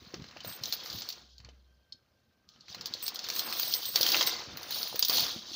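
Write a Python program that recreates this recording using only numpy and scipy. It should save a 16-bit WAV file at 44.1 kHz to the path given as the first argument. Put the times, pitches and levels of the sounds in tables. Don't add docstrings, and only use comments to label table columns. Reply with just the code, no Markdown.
import sys
import numpy as np
from scipy import signal
from scipy.fft import rfft, irfft
from scipy.io import wavfile

SR = 44100
rng = np.random.default_rng(int(sys.argv[2]) if len(sys.argv) > 2 else 0)


def wav_record(signal):
    frames = np.transpose(np.atleast_2d(signal))
    bounded = np.clip(frames, -1, 1)
    quanta = np.round(bounded * 32767).astype(np.int16)
    wavfile.write(sys.argv[1], SR, quanta)


N = 244755
TIME = np.arange(N) / SR


def from_db(db):
    return 10 ** (np.asarray(db) / 20)


def rms_one(x):
    return x / np.sqrt(np.mean(x ** 2) + 1e-20)


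def in_time(rows):
    times, *columns = np.transpose(rows)
    return [np.interp(TIME, times, column) for column in columns]


def add(out, start, sound):
    i = round(start * SR)
    out[i:i + len(sound)] += sound[:N - i]


def gate(start, end, fade_s):
    return np.clip(np.minimum(TIME - start, end - TIME) / fade_s, 0, 1)


def colour(x, points, size=8192):
    hz, db = np.transpose(points)
    bin_hz = np.arange(size // 2 + 1) * SR / size
    cepstrum = irfft(np.interp(np.log(bin_hz + 1), np.log(hz), db) * np.log(10) / 20)
    cepstrum[1:size // 2] *= 2
    cepstrum[size // 2 + 1:] = 0
    impulse = irfft(np.exp(rfft(cepstrum)))
    return signal.fftconvolve(x, impulse / np.sqrt(np.sum(impulse ** 2)))[:N]


def drift(hz):
    r = np.exp(-2 * np.pi * hz / SR)
    return rms_one(signal.lfilter([1], [1, -2 * r, r * r], rng.standard_normal(N + SR))[SR:])


def ring(clicks, hz, t60):
    r, w = from_db(-60 / (t60 * SR)), 2 * np.pi * hz / SR
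    return signal.lfilter([0, np.sin(w)], [1, -2 * r * np.cos(w), r * r], clicks + 1e-18)


def catches(per_s, spread_db, clump_db):
    sizes = from_db(spread_db * np.minimum(rng.exponential(1, N), 4)) * rng.choice([-1, 1], N)
    happens = rng.random(N) < per_s * from_db(clump_db * drift(30)) / SR
    return rms_one(sizes * happens)


def patches(clicks, low_hz, high_hz, cycles, count=14):
    patch = rng.integers(0, count, N)
    pitches = np.geomspace(low_hz, high_hz, count)
    return rms_one(sum(ring(clicks * (patch == k), hz, cycles / hz) for k, hz in enumerate(pitches)))


# frequency in Hz, level in dB.
RUSTLE_MIC_COLOUR = [(1500, -25), (2500, -15), (3200, 1.5), (4490, 8.5), (6250, 1.5), (7300, -7.5),
                     (8300, -20.5), (11000, -81.5)]
HISS_MIC_COLOUR = [(7000, -88.5), (8500, -11), (11500, -16.5), (13300, -1.5), (14200, -15), (14800, 15.5),
                   (15600, 8.5), (16000, -24), (16800, -47)]
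STRAP_COLOUR = [(100, -18), (250, -9), (500, 0), (1000, 3), (1100, 6), (2200, 5.5), (3200, 6), (6000, -105)]
# time in seconds, rubbing level in dB, treble level in dB.
HAND_LEVELS = [(0, -61, -67), (.43, -60.5, -73), (.45, -49, -41), (.61, -57.5, -64), (.64, -47.5, -42),
               (.79, -47.5, -61), (.95, -45.5, -51), (1.09, -53, -60), (1.2, -58, -66), (1.33, -70, -97),
               (1.62, -80.5, -107.5), (2.46, -83, -100), (2.5, -69, -88), (2.67, -67, -96),
               (2.7, -48.5, -60), (2.79, -58, -71), (2.99, -50.5, -61), (3.07, -45, -42),
               (3.12, -55.5, -70), (3.38, -38.5, -35), (3.45, -46.5, -47), (3.58, -38.5, -30.5),
               (3.93, -44.5, -40), (3.97, -38, -32.5), (4.11, -31.5, -27), (4.29, -35, -37.5),
               (4.37, -41.5, -51), (4.49, -52.5, -67), (4.67, -50.5, -49), (4.72, -38.5, -39.5),
               (4.94, -44.5, -45), (5.05, -47.5, -40), (5.16, -29, -26), (5.35, -43, -48.5),
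               (5.45, -53.5, -66), (5.55, -39.5, -49)]
# time in seconds, level in dB.
STRAP_LEVELS = [(0, -63.5), (.43, -55.5), (.46, -51.5), (.75, -54), (1.09, -55.5), (1.2, -62), (1.33, -85),
                (1.46, -66.5), (1.6, -80.5), (2.5, -79.5), (2.66, -73), (2.72, -57.5), (3.1, -55.5),
                (3.49, -46), (3.74, -50), (3.93, -54), (3.97, -46), (4.14, -37.5), (4.34, -45.5),
                (4.5, -52.5), (4.78, -48.5), (4.9, -53.5), (5.07, -55.5), (5.1, -40.5), (5.25, -44),
                (5.42, -59), (5.55, -55)]


def rustle():
    rub_db, treble_db = in_time(HAND_LEVELS)
    strap_db, = in_time(STRAP_LEVELS)
    rub = catches(2200, spread_db=3, clump_db=3.5)
    hiss = rng.standard_normal(N)
    weave = patches(rub, 2682, 6830, cycles=84) + hiss
    treble = patches(rub, 11400, 22000, cycles=450) + hiss
    strap = patches(catches(900, spread_db=2.5, clump_db=4.5), 200, 3190, cycles=12.4) + hiss
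    return (colour(weave * from_db(rub_db - 5.5), RUSTLE_MIC_COLOUR)
            + colour(treble * from_db(treble_db - 12.5), HISS_MIC_COLOUR)
            + colour(strap * from_db(strap_db - 5), STRAP_COLOUR))


# frequency in Hz, level in dB.
GLINT_COLOUR = [(5500, -36.5), (7500, -3), (9300, 6), (11000, -1), (12500, -8), (14000, -19)]
# time in seconds, the prong's share from 0 to 1.
PRONG_SHARE = [(0, 0), (4.55, 0), (4.63, 1), (5.55, 1)]


def shimmer(still_db=-85):
    _, treble_db = in_time(HAND_LEVELS)
    level_db = -69 + 0.9 * (treble_db + 50)
    share, = in_time(PRONG_SHARE)
    touches = catches(300, spread_db=4, clump_db=5) * from_db(level_db) * (level_db > still_db)
    tones = CONTACT_TONES["ring"]
    struck = rng.integers(0, len(tones), N)
    steel = sum(from_db(db - 13) * ring(touches * (1 - share) * (struck == k), hz, t60=0.04)
                for k, (hz, db) in enumerate(tones))
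    prong = ring(share * from_db(level_db - 19) * rng.standard_normal(N), hz=9300, t60=0.006)
    hiss = from_db(level_db - 6) * rng.standard_normal(N)
    return colour(steel + prong + hiss + from_db(-8) * touches, GLINT_COLOUR)


# frequency in Hz, level in dB.
RUMBLE_COLOUR = [(25, -20), (45, -17.5), (70, 2.5), (150, 3), (250, 0.5), (500, -18), (2000, -115)]
# time in seconds, level in dB.
GRIP_SHIFTS = [(0.01, -60), (.17, -46), (.46, -55), (.62, -81), (.94, -52.5), (1.47, -65.5), (2.8, -63.5),
               (4.22, -68), (4.51, -51), (4.95, -73), (5.17, -57)]


def rumble(rise_s=0.02, fall_s=0.052):
    rub_db, _ = in_time(HAND_LEVELS)
    rubbing = from_db(-68.5 + 0.33 * (rub_db + 50))
    surges = sum(from_db(db) * np.exp(np.minimum((TIME - peak) / rise_s, (peak - TIME) / fall_s))
                 for peak, db in GRIP_SHIFTS)
    wobble = from_db(4.5 * drift(29))
    return colour((rubbing + surges) * wobble * rng.standard_normal(N), RUMBLE_COLOUR)


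# frequency in Hz, level in dB.
AIR_COLOUR = [(25, -19.5), (60, 8), (300, -7), (600, -3.5), (1400, -24), (3340, -35), (6000, -21),
              (8230, -29.5), (12000, -27), (15400, -19), (16100, -67)]


def air():
    return from_db(-77) * colour(rng.standard_normal(N), AIR_COLOUR)


# pitch in Hz, width in Hz, level in dB, start and end in seconds.
WHINE_TONES = [(1567, 8, -83, 0, 5.55), (3180, 20, -87, 1.2, 1.95), (1250, 30, -76, 2.45, 2.9)]


def whines():
    out = np.zeros(N)
    for hz, width_hz, db, start, end in WHINE_TONES:
        tone = ring(rng.standard_normal(N), hz, t60=np.log(1000) / np.pi / width_hz)
        out += from_db(db) * gate(start, end, fade_s=0.026) * rms_one(tone)
    return out


def tile_echoes(x, t60=0.17):
    t = np.arange(SR // 2) / SR
    tail = rng.standard_normal(len(t)) * from_db(-60 * t / t60) * (t > 0.004)
    tail = signal.lfilter([0.4], [1, -0.6], tail)
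    return signal.fftconvolve(x, tail / np.sqrt(np.sum(tail ** 2)))[:N]


# start in seconds, level in dB, pitch in Hz.
SOFT_BUMPS = [(0.139, -37.5, 380), (0.365, -42.5, 690), (0.447, -39, 615), (0.466, -50, 105),
              (0.612, -48.5, 135), (0.948, -45.5, 101), (1.396, -56, 107), (1.445, -53, 105),
              (1.487, -52, 638), (2.557, -69.5, 128), (2.951, -46.5, 565), (3.955, -46, 536),
              (4.008, -32, 536), (4.502, -57, 200), (4.928, -38, 860), (4.944, -36.5, 480),
              (5.096, -38, 406), (5.362, -40, 221), (5.514, -48, 303)]


def bumps(cycles=7.7):
    out = np.zeros(N)
    for start, db, hz in SOFT_BUMPS:
        push = from_db(db + 7.5) * signal.unit_impulse(N, round(start * SR))
        out += ring(push, hz, cycles / hz)
    return signal.sosfilt(signal.butter(2, 90, "high", fs=SR, output="sos"), out)


# start in seconds, level in dB, pitch in Hz,
# then the dB added to that level for the dull knock and for the sharp edge.
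WEBBING_SNAPS = [(0.1418, -29.5, 5590, -7, -23), (0.221, -41, 4100, -12, -33), (0.2414, -40, 4100, -7, -36),
                 (0.2643, -51, 5250, -11, -34), (0.2864, -40.5, 4040, -15, -45),
                 (0.3103, -40, 4060, -11, -37), (0.3691, -39.5, 2730, -2, -25),
                 (0.4043, -32, 3010, -24, -30), (0.4472, -33.5, 3680, -11, -15),
                 (0.5247, -37.5, 3220, -15, -15), (0.636, -19, 4150, -27, -19),
                 (0.6564, -24, 6100, -31, -19), (0.6808, -34, 4080, -21, -17),
                 (0.7243, -15.5, 4150, -22, -16), (0.7358, -26, 4440, -19, -16),
                 (0.8589, -30.5, 4900, -12, -14), (0.9005, -25.5, 4630, -22, -20),
                 (0.9277, -28, 4780, -23, -15), (0.985, -27.5, 4370, -25, -18),
                 (1.0083, -31, 4100, -27, -20), (1.0196, -24, 4130, -23, -28),
                 (1.0883, -23.5, 4540, -33, -14), (1.1016, -27, 4440, -27, -13.5),
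                 (1.1248, -27, 4460, -36, -27), (1.381, -39, 4450, -37, -27), (1.4012, -46, 4500, -9, -46),
                 (1.4473, -41.5, 4340, -7.5, -39), (1.489, -43.5, 3040, -10, -41),
                 (1.926, -40, 4500, -45, -40), (2.4892, -42, 4440, -26, -24),
                 (2.5596, -55, 3040, -1.5, -33), (2.608, -41, 4520, -39, -42),
                 (2.6823, -40, 4200, -9.5, -21), (2.746, -29.5, 4140, -11, -17),
                 (2.7834, -41.5, 3000, -13, -28), (2.8099, -25.5, 5320, -23, -23),
                 (2.8576, -22, 4800, -26, -13), (2.8684, -30, 4800, -33, -21),
                 (2.9376, -22, 4240, -34, -24), (3.026, -32.5, 4230, -11, 1),
                 (3.0642, -24.5, 4200, -22, -3), (3.0795, -18, 5300, -25, -12),
                 (3.1448, -32, 4330, -35, -7), (3.1575, -23, 4980, -40, -23),
                 (3.1911, -22.5, 4310, -23, -24), (3.241, -22, 4800, -18, -28),
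                 (3.287, -22.5, 4670, -16, -12), (3.3006, -19.5, 4250, -15.5, -18),
                 (3.3622, -20.5, 4030, -16, -9), (3.393, -15, 4300, -28, -12),
                 (3.5252, -24, 4250, -12, -10), (3.5962, -21, 6530, -14, 0.5), (3.6302, -20, 4480, -17, -9),
                 (3.7379, -11.5, 4310, -48, -14), (3.854, -22, 4230, -31, -12),
                 (3.958, -8.5, 4370, -21.5, -11.5), (4.0102, -12, 4400, -30, -7),
                 (4.0297, -11, 5540, -29, -13), (4.0637, -13, 3170, -18.5, -12),
                 (4.089, -15, 4550, -36, -18), (4.1186, -14, 4920, -23, -8), (4.1442, -19, 3660, -1, -16),
                 (4.1663, -19.5, 6250, -10, -6), (4.2093, -12, 3240, -10.5, -20),
                 (4.2264, -16.5, 6150, -27, -15), (4.272, -14.5, 3820, -15.5, -16),
                 (4.572, -29, 4320, -11, -11), (4.6304, -29.5, 6000, -21, -14),
                 (4.7086, -33, 4150, -10.5, -6), (4.8297, -21, 4620, -23, -8),
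                 (4.8727, -24.5, 4380, -19.5, -11), (4.9573, -25.5, 5700, -14, -3),
                 (4.9924, -21, 4170, -16, 2.5), (5.025, -8, 4830, -26, -26), (5.0484, -13, 4530, -46, -10),
                 (5.083, -20, 4630, -36, -2), (5.0965, -11, 4580, -27, -11), (5.1282, -17.5, 5070, -38, -5),
                 (5.1816, -17, 3260, -19, -19), (5.2056, -19, 4100, -23, -5)]


def snaps(crack_s=0.00091, rattle_s=0.0092, cycles=73):
    t = np.arange(SR // 8) / SR
    rise = 1 - np.exp(-(t / 0.0004) ** 2)
    burst = rise * (np.exp(-t / crack_s) + from_db(-8) * np.exp(-t / rattle_s))
    crack, edge, knock, ticks = np.zeros((4, N))
    for start, db, hz, knock_db, edge_db in WEBBING_SNAPS:
        add(crack, start, from_db(db - 6) * burst)
        add(edge, start, from_db(db + edge_db + 1.5) * burst)
        add(knock, start, from_db(db + knock_db + 1.5) * burst)
        add(ticks, start, rise * from_db(db - 4 - 60 * t * hz / cycles) * np.sin(2 * np.pi * hz * t))
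    noise = rng.standard_normal(N)
    bright = colour(edge * noise, HISS_MIC_COLOUR) + from_db(-15.5) * colour(edge * noise, GLINT_COLOUR)
    return ticks + bright + colour(crack * noise, RUSTLE_MIC_COLOUR) + colour(knock * noise, STRAP_COLOUR)


CONTACT_TONES = {"tag": [(3180, -16.5), (3850, -6), (4330, -2), (5100, -9.5)], "plate": [(1065, -10),
                 (2060, 0.5)], "ring": [(8250, -9), (11000, -20), (14670, 0.5)], "roller": [(12980, -10),
                 (13450, -33), (14840, 1), (15200, -10)], "buckle": [(9250, -10), (10240, -12), (13350, -5),
                 (14900, 3)]}
# start in seconds, length of contact in seconds, level in dB, which tones ring.
CONTACTS = [(1.9228, 0.0074, -38.5, "tag"), (3.752, 0.052, -50, "plate"), (4.046, 0.18, -56, "plate"),
            (4.211, 0.19, -36.5, "plate"), (0.473, 0.093, -41, "ring"), (0.674, 0.031, -44, "roller"),
            (0.724, 0.026, -35.5, "roller"), (0.837, 0.12, -50, "roller"), (0.939, .05, -43, "roller"),
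            (.989, 0.018, -46, "roller"), (1.095, 0.014, -43, "roller"), (2.993, 0.02, -61, "ring"),
            (3.025, 0.06, -34, "ring"), (3.143, .024, -50, "ring"), (3.352, .064, -35.5, "ring"),
            (3.432, 0.07, -38.5, "ring"), (3.529, 0.014, -35.5, "ring"), (3.678, 0.024, -38, "ring"),
            (3.733, .03, -31.5, "roller"), (3.746, 0.046, -36, "ring"), (3.856, 0.09, -35, "ring"),
            (4.011, .01, -33.5, "buckle"), (4.223, 0.037, -52.5, "ring"), (4.265, 0.03, -32, "ring"),
            (4.568, 0.028, -46, "roller"), (4.62, 0.024, -57, "buckle"), (4.707, 0.028, -38, "buckle"),
            (4.744, 0.09, -40.5, "buckle"), (4.817, 0.018, -41, "buckle"), (4.876, 0.024, -42.5, "buckle"),
            (5.06, .03, -45, "buckle")]


def clinks_and_dry_tick(touches_per_s=600, fade_db=-6):
    out, t = np.zeros(N), np.arange(SR // 3) / SR
    for start, contact_s, db, name in CONTACTS:
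        for hz, tone_db in CONTACT_TONES[name]:
            chance, strength = rng.random((2, len(t)))
            touches = (chance < touches_per_s / SR) * (2 * strength - 1) * (t < contact_s)
            touches[0] = 1
            ping = ring(touches * from_db(fade_db * t / contact_s), hz, t60=0.035)
            ping = ring(ping, hz, t60=1.3 / 300)
            level = from_db(db + tone_db + rng.normal(3, 3))
            add(out, start, level * ping / np.max(np.abs(ping)))
    return out


def hum(hz=63.6, peak_s=1.476, rise_db_per_s=49, fall_db_per_s=44):
    swell_db = np.minimum(rise_db_per_s * (TIME - peak_s), fall_db_per_s * (peak_s - TIME))
    tone = np.sqrt(2) * np.sin(2 * np.pi * hz * TIME)
    return gate(1.13, 1.87, fade_s=0.054) * from_db(swell_db - 55.5) * tone


def scene():
    pile = rustle() + snaps() + clinks_and_dry_tick() + shimmer() + bumps()
    return (pile + from_db(-15) * tile_echoes(pile) + air() + rumble() + whines() + hum())[None]


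def record(dry, cutoff_hz=16979):
    return signal.sosfilt(signal.cheby2(12, 70, cutoff_hz, fs=SR, output="sos"), dry)


dry = scene()
out = record(dry)
wav_record(out)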